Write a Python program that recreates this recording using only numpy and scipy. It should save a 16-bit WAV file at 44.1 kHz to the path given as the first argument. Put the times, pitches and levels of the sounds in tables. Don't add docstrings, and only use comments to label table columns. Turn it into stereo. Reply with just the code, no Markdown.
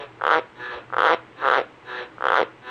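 import sys
import numpy as np
from scipy import signal
from scipy.fft import rfft, irfft
from scipy.io import wavfile
from scipy.ndimage import uniform_filter1d, minimum_filter1d

SR = 44100
rng = np.random.default_rng(int(sys.argv[2]) if len(sys.argv) > 2 else 0)


def transcribe(signal):
    frames = np.atleast_2d(signal).T
    limited = np.clip(frames, -1, 1)
    pcm = np.round(limited * 32767).astype(np.int16)
    wavfile.write(sys.argv[1], SR, pcm)


N = 119070

# start_s, level_db
LEAD_IN_CLICKS = [(0.1978, -37), (0.2108, -22), (0.2184, -18), (0.9014, -32), (0.9254, -21.5),
                  (0.9348, -17), (0.9422, -16.5), (0.966, -12.5), (0.9824, -8.5), (0.9906, -9),
                  (2.1818, -28)]
# time_s, pulse_rate_hz, level_db
CROAK_CURVES = [
    [(0.2372, 88, -12.5), (0.2506, 58.8, -10.5), (0.2786, 87.5, -7), (0.2912, 75, -9.5), (0.3172, 158, -7),
     (0.3868, 162.0, -14), (0.3957, 54, -20.5)],
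    [(1.0033, 52.5, -4.5), (1.041, 109.9, -8.5), (1.062, 170.8, -4.5), (1.0748, 152.6, -8.5),
     (1.1005, 157.1, -8.9), (1.1368, 173.4, -11.5), (1.1454, 60, -13.5)],
    [(1.419, 140, -23), (1.4476, 137.7, -13.5), (1.4775, 135.4, -10), (1.4983, 49, -6.5),
     (1.5212, 134.3, -9.5), (1.5532, 111.4, -9.5), (1.56, 142, -10.5), (1.5883, 136, -11),
     (1.6098, 53.9, -17)],
    [(2.2075, 83.4, -20), (2.2221, 49.5, -15.5), (2.2534, 80, -9.5), (2.2845, 52.1, -5.5),
     (2.3192, 61.8, -8), (2.3312, 113.7, -8), (2.3418, 63.6, -7), (2.3788, 152.9, -7.9),
     (2.4027, 97.5, -9.0), (2.4286, 58.2, -10.5)],
]
# frequency_hz, gain_db
NEAR_TAUT_THROAT = [(60, -51.5), (230, -30.5), (320, -19), (420, -10.5), (520, 0.5), (700, -3),
                    (1000, -3.5), (1300, 4), (1550, -1), (1900, -12), (2300, -24.5), (2900, -14),
                    (3450, -17), (4200, -32), (5200, -42.5), (6500, -44), (8500, -50), (14000, -56),
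                    (17000, -66)]
NEAR_SLACK_THROAT = [(60, -60), (220, -19.5), (330, -11), (480, 1), (620, 2), (850, -7), (1200, -12),
                     (1500, -15), (2000, -14), (2800, -19.5), (3800, -25), (5000, -44.5), (8000, -61.5),
                     (16000, -65)]

def near_frog(slack_s=0.059, jitter_s=.00012):
    out = np.zeros(N)
    throat = NEAR_TAUT_THROAT, NEAR_SLACK_THROAT, slack_s
    for start_s, level_db in LEAD_IN_CLICKS:
        add(out, start_s, throat_pulse(level_db, WHISTLE_GLIDE_S, *throat))
    for croak in CROAK_CURVES:
        time_s, rate_hz, level_db = np.transpose(croak)
        t = np.arange(time_s[0], time_s[-1] + PULSE_S, 1 / SR)
        cycles = np.floor(np.cumsum(np.interp(t, time_s, rate_hz)) / SR)
        for at in t[np.diff(cycles, prepend=-1) > 0]:
            start_s = at + jitter_s * rng.standard_normal()
            add(out, start_s, throat_pulse(np.interp(at, time_s, level_db), time_s[-1] - at, *throat))
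    return out


FULL_DB, PULSE_S = -6, .003
DULLING_DB_PER_OCTAVE, DULL_ABOVE_HZ = 0.92, 1830
STRETCH, STRETCH_BEFORE_END_S, STRETCH_WIDTH_S = 0.091, 0.063, 0.017
CRACKLE_ABOVE_HZ, CRACKLE_BEFORE_END_S, CRACKLE_FADE_S, CRACKLE_LOSS_DB = 5400, 0.085, .04, 6.5
WHISTLE_GLIDE_S, WHISTLE_WIDTH_HZ = .17, 110
# start_hz, end_hz, final_boost_db
FALLING_WHISTLES = [(7600, 5400, 12.5), (11300, 8600, 19.5), (14500, 13400, 18)]

def throat_pulse(level_db, remaining_s, taut, slack, slack_s,
                 grain_db=2, shimmer_db=.5, sweep_s_per_hz=2e-7):
    hz = bins()
    relaxed = np.clip(1 - remaining_s / slack_s, 0, 1)
    stretch = 1 + STRETCH * np.exp(-((remaining_s - STRETCH_BEFORE_END_S) / STRETCH_WIDTH_S) ** 2)
    db = (1 - relaxed) * read(taut, hz / stretch) + relaxed * read(slack, hz)
    dulling_db = (1 - relaxed) * DULLING_DB_PER_OCTAVE * max(FULL_DB - level_db, 0)
    db -= dulling_db * np.clip(np.log2((hz + 1) / DULL_ABOVE_HZ), 0, 1)
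    late = np.clip(1 - (remaining_s - CRACKLE_BEFORE_END_S) / CRACKLE_FADE_S, 0, 1)
    db -= late * CRACKLE_LOSS_DB * np.clip(2 * np.log2((hz + 1) / CRACKLE_ABOVE_HZ), 0, 1)
    for start_hz, end_hz, boost_db in FALLING_WHISTLES:
        whistle_hz = np.interp(remaining_s, [0, WHISTLE_GLIDE_S], [end_hz, start_hz])
        db += boost_db * (1 + late) / 2 / (1 + ((hz - whistle_hz) / WHISTLE_WIDTH_HZ) ** 2)
    grain = uniform_filter1d(uniform_filter1d(rng.standard_normal(len(hz)), size=16), size=16)
    strength = amp(level_db + shimmer_db * rng.standard_normal())
    snap = ring(db + grain_db * unit(grain), sweep_s_per_hz * hz / 2)
    return snap / np.linalg.norm(snap) * np.sqrt(PULSE_S * SR) * strength


# frequency_hz, gain_db
FAR_TAUT_THROAT = [(60, -42), (280, -24), (370, -8.5), (550, -8), (750, -7.5), (1100, -3.5), (1400, 0.5),
                   (1680, 3), (2050, -19.5), (2700, -16.5), (3300, -23), (3900, -18.5), (5000, -43),
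                   (6200, -39), (8000, -52.5), (14000, -51), (17000, -64)]
FAR_SLACK_THROAT = [(60, -26.5), (270, -23), (380, -1.5), (580, 4), (800, -6), (1300, -10), (2000, -16),
                    (2800, -17.5), (3900, -23), (5000, -42), (9000, -60), (16000, -66.5)]
# start_s, length_s, pulse_rate_hz, level_db
FAR_CROAKS = [(-.2, 0.23, 140, -25), (0.543, 0.24, 123, -27), (1.349, 0.25, 130, -26),
              (1.837, 0.2, 124.5, -24.5), (2.61, .24, 126, -27.5)]

def far_frog(rise_s=0.058, start_db=-18, fall_s=0.058, end_db=-5, period_jitter=.017):
    out = np.zeros(N)
    for start_s, length_s, rate_hz, level_db in FAR_CROAKS:
        times = np.cumsum(1 + period_jitter * rng.standard_normal(size=48)) / rate_hz
        for t in times[times < length_s]:
            remaining_s = length_s - t
            swell_db = start_db * max(1 - t / rise_s, 0) + end_db * max(1 - remaining_s / fall_s, 0)
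            snap = throat_pulse(FULL_DB, remaining_s, FAR_TAUT_THROAT, FAR_SLACK_THROAT, slack_s=0.093)
            add(out, start_s + t, snap * amp(level_db + swell_db - FULL_DB))
    return out


# frequency_hz, gain_db
RIGHT_PORT_COLOUR = [(100, -7.5), (300, 0.5), (420, 4), (540, -1.5), (660, -20.5), (800, -3), (1000, -2),
                     (1200, -5.5), (1500, -2), (1800, -6.5), (2100, 3.5), (3000, 6), (4000, 0.5),
                     (7000, -2), (14000, -2.5)]

def direct_path(x, lag_s, coloured):
    right_db = read(RIGHT_PORT_COLOUR, bins()) if coloured else np.zeros_like(bins())
    right = signal.oaconvolve(x, ring(right_db, lag_s))[LEAD_SAMPLES:][:N]
    return np.array([x, right])


# frequency_hz, t60_s
REFLECTION_DECAY = [(200, 0.01), (500, 0.2046), (1400, 0.2778), (3000, 0.2076), (8000, 0.04)]
# frequency_hz, gain_db
REFLECTION_COLOUR = [(150, -4), (400, 1), (800, -2), (1500, -1.5), (2500, 2), (4000, 4), (9000, -2.5)]
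# pitch_hz, t60_s, left_db, right_db
LOW_MODES = [(378, 0.15, -4.5, 2), (492, 0.15, -8, 2.5), (590.5, 0.18, 5.5, 1.5)]

def reflections(x, gap_s=0.002834):
    t = np.arange(SR // 2) / SR
    echoes = rng.standard_normal((2, len(t))) * (t > gap_s)
    hz, frame_s, bands = signal.stft(echoes, SR, nperseg=256)
    fade = np.exp(-np.log(1000) * frame_s / read(REFLECTION_DECAY, hz)[:, None])
    tail = signal.istft(bands * fade, SR)[1][:, :len(t)]
    tail /= np.sqrt(np.mean(abs(rfft(tail)[:, 100:2000]) ** 2))
    tail = signal.oaconvolve(tail, ring(read(REFLECTION_COLOUR, bins()))[None])[:, :len(t)]
    for pitch_hz, t60_s, left_db, right_db in LOW_MODES:
        decay = np.log(1000) / t60_s
        mode = 2 * decay / SR * np.exp(-decay * t) * np.sin(2 * np.pi * pitch_hz * t)
        tail += amp([[left_db], [right_db]]) * mode
    return signal.oaconvolve(x[None], tail)[:, :N]


def thud(centre_s=0.763, pitch_hz=70, width_s=0.014, level_db=-46):
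    t = np.arange(N) / SR - centre_s
    return amp(level_db) * np.exp(-(t / width_s) ** 2) * np.sin(2 * np.pi * pitch_hz * t)


# frequency_hz, relative_density_db
AIR_SPECTRUM = [(20, -11), (50, -7.5), (160, -5), (250, -2), (400, 1.5), (600, -4.5), (1000, -2),
                (1600, -7), (2100, -7), (3200, -14.5), (5000, -28), (8300, -32.5), (10000, -47.5),
                (16000, -63)]
# frequency_hz, correlation
AIR_CORRELATION = [(25, .1), (60, 0.6), (125, .85), (300, 0.78), (1000, 0.54), (8000, 0)]
# pitch_hz, width_hz, level_db
HUM_BANDS = [(122.1, 11.1, -57.5), (321.4, 10.5, -57)]

def background(air_db=-47.5):
    hz = np.fft.rfftfreq(N, 1 / SR)
    left, independent, hum_noise = rfft(rng.standard_normal((3, N)))
    correlation = read(AIR_CORRELATION, hz)
    right = correlation * left + np.sqrt(1 - correlation ** 2) * independent
    air = irfft(np.array([left, right]) * amp(read(AIR_SPECTRUM, hz)), N)
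    hum = np.zeros(N)
    for pitch_hz, width_hz, level_db in HUM_BANDS:
        band = np.exp(-((hz - pitch_hz) / width_hz) ** 2)
        hum += amp(level_db) * unit(irfft(hum_noise * band, N))
    return amp(air_db) * unit(air) + hum


LEAD_SAMPLES = 24

def ring(db, delay_s=0):
    log_gain = np.log(amp(np.r_[db, db[-2:0:-1]]))
    response = np.exp(np.conj(signal.hilbert(log_gain)))[:len(db)]
    impulse = np.roll(irfft(response * np.exp(-2j * np.pi * bins() * delay_s)), LEAD_SAMPLES)
    n = np.arange(len(impulse))
    fade_in = np.sin(np.pi / 2 * np.minimum(n / LEAD_SAMPLES, 1)) ** 2
    return impulse * fade_in * np.cos(np.pi / 2 * n / len(impulse))


def amp(db):
    return 10 ** (np.asarray(db) / 20)


def unit(x):
    return x / np.sqrt(np.mean(x ** 2) + 1e-20)


def read(points, hz):
    frequency_hz, value = np.transpose(points)
    return np.interp(np.log(hz + 1), np.log(frequency_hz), value)


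def add(mix, start_s, sound):
    if start_s >= 0:
        part = mix[round(start_s * SR):][:len(sound)]
        part += sound[:len(part)]


def bins(size=2048):
    return np.fft.rfftfreq(size, 1 / SR)


def scene():
    near, far = amp(-0.84) * near_frog(), far_frog()
    direct = direct_path(near, lag_s=.00018, coloured=True)
    direct += amp(-5) * direct_path(far, lag_s=.00034, coloured=False)
    reflected = reflections(amp(-11.5) * near + amp(1.5) * far)
    return direct + reflected + thud() + background()


def record(dry, ceiling=.93, cutoff_hz=15500):
    allowed_gain = np.minimum(ceiling / (abs(dry).max(0) + 1e-9), 1)
    held_gain = minimum_filter1d(allowed_gain, size=241)
    gain = uniform_filter1d(uniform_filter1d(held_gain, size=121), size=121)
    low_pass = signal.firwin(255, cutoff_hz, window=("kaiser", 8), fs=SR)
    return signal.oaconvolve(dry * gain, low_pass[None], "same")


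dry = scene()
out = record(dry)
transcribe(out)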